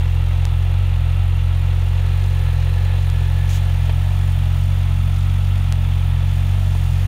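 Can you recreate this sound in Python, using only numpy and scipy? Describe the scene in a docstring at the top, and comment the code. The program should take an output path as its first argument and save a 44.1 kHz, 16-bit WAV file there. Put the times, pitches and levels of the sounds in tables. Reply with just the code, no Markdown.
"""A four-cylinder sport motorcycle idles on a paved lot: silencer throb (cosines locked to the firings), ringing
body (resonances driven by blows and noise), faint crank thud, rumble, and whirr and hiss (noise pulsing with firings).
A dry tick (a bare spike) comes early; then the listener walks round the tail and crouches, which shifts the levels.
On the way come a dull knock (ringing modes), a tick, a shoe scuff (grainy noise) and more knocks.
Near the end come a last tick, a faint whistle (narrow noise) creeping in and one more knock, then a very short fade."""
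import sys
import numpy as np
from scipy import signal
from scipy.fft import rfft, irfft, next_fast_len
from scipy.io import wavfile
from scipy.ndimage import uniform_filter1d

SR = 44100
rng = np.random.default_rng(int(sys.argv[2]) if len(sys.argv) > 2 else 0)


def rack_gain(trim_db):
    """Turn a fader trim in dB into the linear factor to multiply a signal by."""
    fader = np.asarray(trim_db, float)
    return 10 ** (fader / 20)


def wrap_up_sound(samples):
    """Save the sound to the file named by the first command line argument, as 16-bit audio."""
    columns = np.atleast_2d(samples).T
    # keep every value between -1 and 1, then stretch to whole-number steps
    tamed = np.clip(columns, -1, 1)
    steps = np.round(tamed * 32767).astype(np.int16)
    wavfile.write(sys.argv[1], SR, steps)


N = 311787  # length in samples

# Where the listener is. Each row: time in seconds, crouched from 0 to 1, facing the outlet from 0 to 1,
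# hiss level in dB.
LISTENER_PLACE = [(0, 0, 0.1, -52), (1.4, 0, 0.03, -53), (2.3, 0.4, 0.87, -49.5), (2.8, 0.42, 1, -50.5),
                  (3.5, 0.73, 1, -49.5), (4.3, 0.98, 0.7, -49), (5, 1, 0, -49.5), (6, 1, 0.54, -50.5),
                  (6.5, 1, 0.76, -48.5), (7.07, 0.96, 0.75, -47.5)]

# Slow hunting of the idle. Each row: time in seconds, speed in firings per second.
IDLE_SPEED = [(0.0, 43.35), (0.48, 44.17), (0.54, 42.23), (0.64, 45.55), (0.74, 43.82), (0.8, 46.58),
              (1.08, 42.07), (1.18, 45.94), (1.34, 44.07), (2.14, 45.07), (2.26, 46.7), (2.48, 42.69),
              (3.0, 46.09), (3.12, 43.23), (3.6, 45.83), (3.88, 43.18), (4.14, 46.35), (4.48, 44.06),
              (4.72, 46.4), (4.92, 44.64), (5.26, 45.67), (5.6, 46.83), (5.68, 44.28), (6.08, 44.83),
              (6.16, 43.07), (6.28, 46.14), (6.34, 44.66), (6.58, 47.08), (6.92, 43.29), (7.07, 48.08)]
FLUTTER_HZ, FLUTTER_S = .3, .2  # quick chance flutter: rms in firings per second, evened out within this time
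START_FIRING = .845  # where in its count of firings the engine is at the start
REFERENCE_FIRING_HZ = 44.8  # speed differences count from here

# Strength of each cylinder in turn: one value each, in dB, for order 1 of the throb.
CYLINDER_STRENGTH_DB = [.2, -.2, .1, -.1]
# How early each cylinder fires: one value each, as a share of a firing interval.
CYLINDER_EARLY = [.004, -.003, .002, -.003]
# Chance spread from firing to firing: strength in dB (for order 1), speed in Hz, timing in firing intervals.
FIRING_SPREAD_DB, FIRING_SPREAD_HZ, FIRING_SPREAD_EARLY = .38, .5, .0025

# Orders 1-8 of the firing rate. Each row: level in dB standing behind the tail, dB gained by crouching.
FIRING_ORDERS = [(-20.35, -1.05), (-17.05, -.25), (-28.2, 2.9), (-48, 4.8), (-57.5, 12.6), (-54, -2),
                 (-58.5, 4.5), (-52, -8)]
# Orders on the flanks of pipe resonances swell or sink with speed. 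Each entry: order number, dB per Hz of firing rate.
ORDER_SPEED_SLOPE = {1: .3, 2: .2, 3: -1.5}
# The pipe spreads each pulse: order k turns by k (k - 1) times this angle in radians.
PIPE_SPREAD_RAD, SPREAD_RAD_PER_HZ, CROUCHED_SPREAD_RAD = .33, .035, -.055
# Orders past the resonances: their own spread, and a further turn per order above the fourth.
UPPER_SPREAD_RAD, UPPER_LEAD_RAD = .29, 1.7
UPPER_WAVER_DB = 1.5  # these weak orders swell and fade by chance

# Resonances of silencer, casing and fairing. Each row: pitch in Hz, width of one filter pass in Hz,
# level in dB standing behind the tail, dB gained by crouching, dB gained facing the outlet.
BODY_RESONANCES = [(278, 95, -53.5, -8, -4), (396, 87, -60.5, -13.5, 17), (507, 130, -51.5, -14.5, 11),
                   (630, 72, -61.5, 8.5, 1), (740, 123, -48.5, -2, 1.5), (854, 79, -56, 0.5, 6),
                   (952, 54, -60, 1, 2.5), (1316, 134, -51, 1, -1.5), (1730, 146, -60, -3.5, 14),
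                   (1917, 150, -58, -2.5, 4), (2500, 230, -55.5, -2, 5), (2759, 150, -50, -2, -2.5),
                   (3087, 210, -58.5, 0, 5.5), (3446, 300, -56, 4, 0), (4000, 420, -59.5, -6.5, 10)]
BLOW_STAGGER_S = .0026  # delay of the blow from one resonance to the next

# Crank thud: level in dB, band in Hz.
CRANK_THUD_DB, CRANK_THUD_HZ = -57, [190, 480]

# Colour of the whirr of gears and valves. Each row: frequency in Hz, relative level in dB per Hz.
WHIRR_COLOUR = [(200, -12), (400, -5.5), (800, -1), (1150, -3.5), (1550, -6), (2200, -4), (3600, -6),
                (4600, -20.5), (5500, -50)]
# Colour of the rumble. Each row: frequency in Hz, relative level in dB per Hz.
RUMBLE_COLOUR = [(15, -28), (28, -12), (60, -4), (110, -2), (160, -12), (250, -16), (300, -40)]
WHIRR_DB, RUMBLE_DB = -40.5, -42

# Colour of the hiss. Each row: frequency in Hz, relative level in dB per Hz.
HISS_COLOUR = [(3500, -20), (4400, 0.5), (5000, -3), (6000, -3), (7100, -3), (7700, -7.5), (8600, -5),
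               (9600, -2.5), (10100, -4.5), (10450, -7.5), (12000, -7), (13500, -9), (14800, -4.5),
               (15650, -7), (15780, -68)]
OUTLET_HZ = 7600  # above this the hiss comes in clear puffs from the outlet

# Dry ticks. Each row: time in seconds, spike height in dB before the low cut, push (1) or pull (-1).
DRY_TICKS = [(0.4533, -9, 1), (3.1005, -16.5, 1), (5.7245, -7.5, -1)]
TICK_WIDTH_S, TICK_LOW_HZ = 2.3e-5, 350  # spread of the bell shape, and the low cut

# Dull knocks. Each row: time in seconds, relative strength in dB, extra dB of the modes above 1 kHz.
DULL_KNOCKS = [(2.9845, -30, -14), (3.8948, -22.5, 0), (3.8995, -30, 8), (3.909, -31, -3),
               (6.7512, -25, -12)]
# Modes that every knock rings. Each row: pitch in Hz, relative level in dB, time to die away by 60 dB in seconds.
KNOCK_RINGING = [(300, -4, .04), (450, -2, .025), (680, 0, .025), (900, -3, .03), (1800, -6, .04),
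                 (2500, -3, .012), (3150, -3, .02), (4300, -8, .01)]

# Stroke of the shoe. Each row: time in seconds, level in dB.
SCUFF_STROKE = [(3.483, -83), (3.492, -37), (3.52, -37.5), (3.545, -36.5), (3.575, -39), (3.6, -54),
                (3.62, -84)]
# Colour of the scuff. Each row: frequency in Hz, relative level in dB per Hz.
SCUFF_TONE = [(1200, -11), (2000, 0), (3200, 0.5), (5000, -7), (6600, -1), (8000, -9.5), (12000, -13),
              (15650, -14), (15780, -63)]

# The whistle creeping in. Each row: time in seconds, level in dB.
WHISTLE_LEVEL = [(6.3, -90), (6.75, -67), (7.07, -63)]
WHISTLE_HZ, WHISTLE_WIDTH_HZ = 6550, 230  # pitch, and width of one filter pass

CUTOFF_HZ = 15740  # steep upper limit of the finished sound


def rms_one(x):
    """Scale to rms 1."""
    return x / np.sqrt(np.mean(x ** 2) + 1e-20)


def in_time(rows):
    """Columns of a table after its time column, one value per sample."""
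    s, *columns = np.transpose(rows)
    return [np.interp(np.arange(N) / SR, s, column) for column in columns]


def colour(x, spectrum):
    """Shape a sound by a spectrum, silent outside it; rms 1."""
    size = next_fast_len(N)
    hz, level_db = np.transpose(spectrum)
    bin_hz = np.arange(size // 2 + 1) * SR / size
    shape_db = np.interp(np.log(bin_hz + 1), np.log(hz), level_db, -120, -120)
    shaped = irfft(rfft(x, size) * rack_gain(shape_db), size)
    return rms_one(shaped[:N])


def drift(rate):
    """Slow chance wandering of spread 1; a higher rate wanders faster."""
    knots = rng.standard_normal(int(N / SR * 60) + 2)  # 60 per second
    smooth = uniform_filter1d(knots, max(int(20 / rate), 1))
    return np.interp(np.arange(N) / SR * 60, np.arange(len(knots)), rms_one(smooth))


def per_firing(firings, pattern, spread):
    """A value for every firing, repeating pattern plus chance, joined smoothly."""
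    count = int(firings[-1]) + 2
    values = np.resize(pattern, count) + spread * rng.standard_normal(count)
    part = firings % 1
    smooth_part = .5 - .5 * np.cos(np.pi * part)
    return np.interp(firings - part + smooth_part, np.arange(count), values)


def pulsing(firings, lag, pulse_db, uneven_db, patchy_db):
    """White noise that swells once per firing, by a different amount each time."""
    swell = np.cos(np.pi * (firings - lag)) ** 4
    strength_db = pulse_db + per_firing(firings + 1 - lag, [0], uneven_db)
    return rng.standard_normal(N) * rack_gain(swell * strength_db + patchy_db * drift(4.5))


def blows(firings, lag, weak_db, uneven_db, band_hz):
    """One soft blow per count, every second one changed by weak_db; rms 1."""
    at = np.flatnonzero(np.diff(np.floor(firings - lag)))
    strength_db = np.resize([0, weak_db], len(at)) + uneven_db * rng.standard_normal(len(at))
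    train = np.zeros(N)
    train[at] = rack_gain(strength_db)
    return rms_one(signal.sosfilt(signal.butter(2, band_hz, "band", fs=SR, output="sos"), train))


def rumble():
    """A steady low rumble of shaped noise under all."""
    return rack_gain(RUMBLE_DB) * colour(rng.standard_normal(N), RUMBLE_COLOUR)


def whistle():
    """Noise sent twice through a narrow resonance keeps little but one wavering pitch."""
    b, a = signal.iirpeak(WHISTLE_HZ, WHISTLE_HZ / WHISTLE_WIDTH_HZ, fs=SR)
    once = signal.lfilter(b, a, rng.standard_normal(N))
    twice = signal.lfilter(b, a, once)
    return rack_gain(in_time(WHISTLE_LEVEL)[0]) * rms_one(twice)


def ticks():
    """Bare bell-shaped pressure spikes about a tenth of a millisecond long."""
    time_s = np.arange(N) / SR
    spikes = np.zeros(N) + 1e-18
    for s, height_db, sign in DRY_TICKS:
        spikes += sign * rack_gain(height_db) * np.exp(-.5 * ((time_s - s) / TICK_WIDTH_S) ** 2)
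    return signal.lfilter(*signal.butter(1, TICK_LOW_HZ, "high", fs=SR), spikes)


def knocks():
    """Each knock rings the same few damped modes with strengths of its own."""
    s, strength_db, bright_db = np.transpose(DULL_KNOCKS)
    at = np.round(s * SR).astype(int)
    out = np.zeros(N)
    for hz, level_db, t60 in KNOCK_RINGING:
        chance_db = rng.normal(0, 1, len(s))
        hits = np.zeros(N) + 1e-18
        hits[at] = rack_gain(strength_db + level_db + bright_db * (hz > 1000) - 5 + chance_db)  # 5 dB down in all
        # a two-pole filter rings at angle w and shrinks by r each sample
        r, w = rack_gain(-60 / (t60 * SR)), 2 * np.pi * hz / SR
        out += signal.lfilter([0, np.sin(w)], [1, -2 * r * np.cos(w), r * r], hits)
    return signal.sosfilt(signal.butter(2, 5000, fs=SR, output="sos"), out)  # the contact is soft


def scuff():
    """A sole drags over grit: grainy noise under one short stroke."""
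    grit = rng.standard_normal(N) * rack_gain(2.8 * rng.exponential(1, N))
    return rack_gain(in_time(SCUFF_STROKE)[0]) * colour(grit, SCUFF_TONE)


def whirr(firings):
    """Broad whirr of gears and valves: shaped noise that swells with each firing."""
    noise = pulsing(firings, lag=.4, pulse_db=2.0, uneven_db=1.0, patchy_db=.5)
    return rack_gain(WHIRR_DB) * colour(noise, WHIRR_COLOUR)


def hiss(firings):
    """Hissing noise, nearly even in its lower part, puffing with each firing above."""
    even = pulsing(firings, lag=.32, pulse_db=1.0, uneven_db=2.0, patchy_db=.5)
    puffs = pulsing(firings, lag=.32, pulse_db=4.2, uneven_db=.9, patchy_db=.4)
    lower = signal.sosfilt(signal.butter(6, OUTLET_HZ, fs=SR, output="sos"), rms_one(even))
    upper = signal.sosfilt(signal.butter(6, OUTLET_HZ, "high", fs=SR, output="sos"), rms_one(puffs))
    return rack_gain(in_time(LISTENER_PLACE)[-1]) * colour(lower + upper, HISS_COLOUR)


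def crank_thud(firings):
    """Alternate firings push and pull once a crank turn, which sets faint lines halfway between the orders."""
    push = blows(firings / 2, lag=.1, weak_db=0, uneven_db=1.0, band_hz=CRANK_THUD_HZ)
    pull = blows(firings / 2, lag=.6, weak_db=0, uneven_db=1.0, band_hz=CRANK_THUD_HZ)
    return rack_gain(CRANK_THUD_DB) * rms_one(push - pull)


def body(firings):
    """Firing blows and pulsing gas noise ring the resonances, each heard at a level that depends on the place."""
    knocking = rack_gain(-9.5) * blows(firings, lag=.05, weak_db=-4, uneven_db=1.2, band_hz=[430, 1100])
    gases = [pulsing(firings, lag=.35, pulse_db=1.8, uneven_db=1.0, patchy_db=.3) for _ in range(2)]
    crouched, facing, _ = np.clip(in_time(LISTENER_PLACE), 0, 1)
    out = np.zeros(N)
    for k, (hz, width_hz, standing_db, crouched_db, facing_db) in enumerate(BODY_RESONANCES):
        late = np.roll(knocking, round(k * BLOW_STAGGER_S * SR))  # the blow reaches each part a little later
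        b, a = signal.iirpeak(hz, hz / width_hz, fs=SR)
        once = signal.lfilter(b, a, gases[k % 2] + late)
        ringing = rms_one(signal.lfilter(b, a, once))
        place_db = standing_db + crouched_db * crouched + facing_db * facing
        out += ringing * rack_gain(place_db + .52 * drift(2.2))
    return out


def crank_speed():
    """Slow hunting of the idle, with a quick flutter that gains or loses almost no turns."""
    wander = drift(5)
    flutter = rms_one(wander - uniform_filter1d(wander, round(FLUTTER_S * SR)))
    return in_time(IDLE_SPEED)[0] + FLUTTER_HZ * flutter


def exhaust(firings, speed_hz):
    """Low orders of the firing rate make the throb; every firing differs a little in strength and timing."""
    turn = 2 * np.pi * (firings + per_firing(firings, CYLINDER_EARLY, FIRING_SPREAD_EARLY))
    faster_hz = speed_hz - REFERENCE_FIRING_HZ + per_firing(firings, [0], FIRING_SPREAD_HZ)
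    crouched = in_time(LISTENER_PLACE)[0]
    pipe_spread = PIPE_SPREAD_RAD + CROUCHED_SPREAD_RAD * crouched + SPREAD_RAD_PER_HZ * faster_hz
    out = np.zeros(N)
    for k, (standing_db, crouched_db) in enumerate(FIRING_ORDERS, 1):
        level_db = standing_db + crouched_db * crouched
        level_db = level_db + np.sqrt(k) * per_firing(firings, CYLINDER_STRENGTH_DB, FIRING_SPREAD_DB)
        if k in ORDER_SPEED_SLOPE:
            level_db = level_db + ORDER_SPEED_SLOPE[k] * faster_hz
            spread, sign = pipe_spread, 1
        else:  # orders past the resonances are turned over and keep their level and spread at any speed
            level_db = level_db + UPPER_WAVER_DB * drift(1.5)
            spread, sign = UPPER_SPREAD_RAD, -1
        angle = k * turn + spread * k * (k - 1) + UPPER_LEAD_RAD * max(k - 4, 0)
        out += sign * np.sqrt(2) * rack_gain(level_db) * np.cos(angle)
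    return out


def scene():
    """All sources at one microphone."""
    speed_hz = crank_speed()
    firings = START_FIRING + np.cumsum(speed_hz) / SR  # running count of firings
    nearby = ticks() + knocks() + scuff() + whistle()
    engine = rumble() + whirr(firings) + hiss(firings) + crank_thud(firings)
    engine = engine + body(firings) + exhaust(firings, speed_hz)
    return (engine + nearby)[None]


def low_pass(x):
    """Removes everything above the highest recorded frequency."""
    return signal.sosfilt(signal.butter(12, 16620, fs=SR, output="sos"), x)


def record(dry):
    """The top is cut steeply and the last 12 milliseconds fade out."""
    cut = signal.sosfilt(signal.ellip(11, .1, 80, CUTOFF_HZ, fs=SR, output="sos"), dry)
    fade = np.clip((N - np.arange(N)) / (.012 * SR), 0, 1)
    return low_pass(cut * fade)


dry = scene()
out = record(dry)
wrap_up_sound(out)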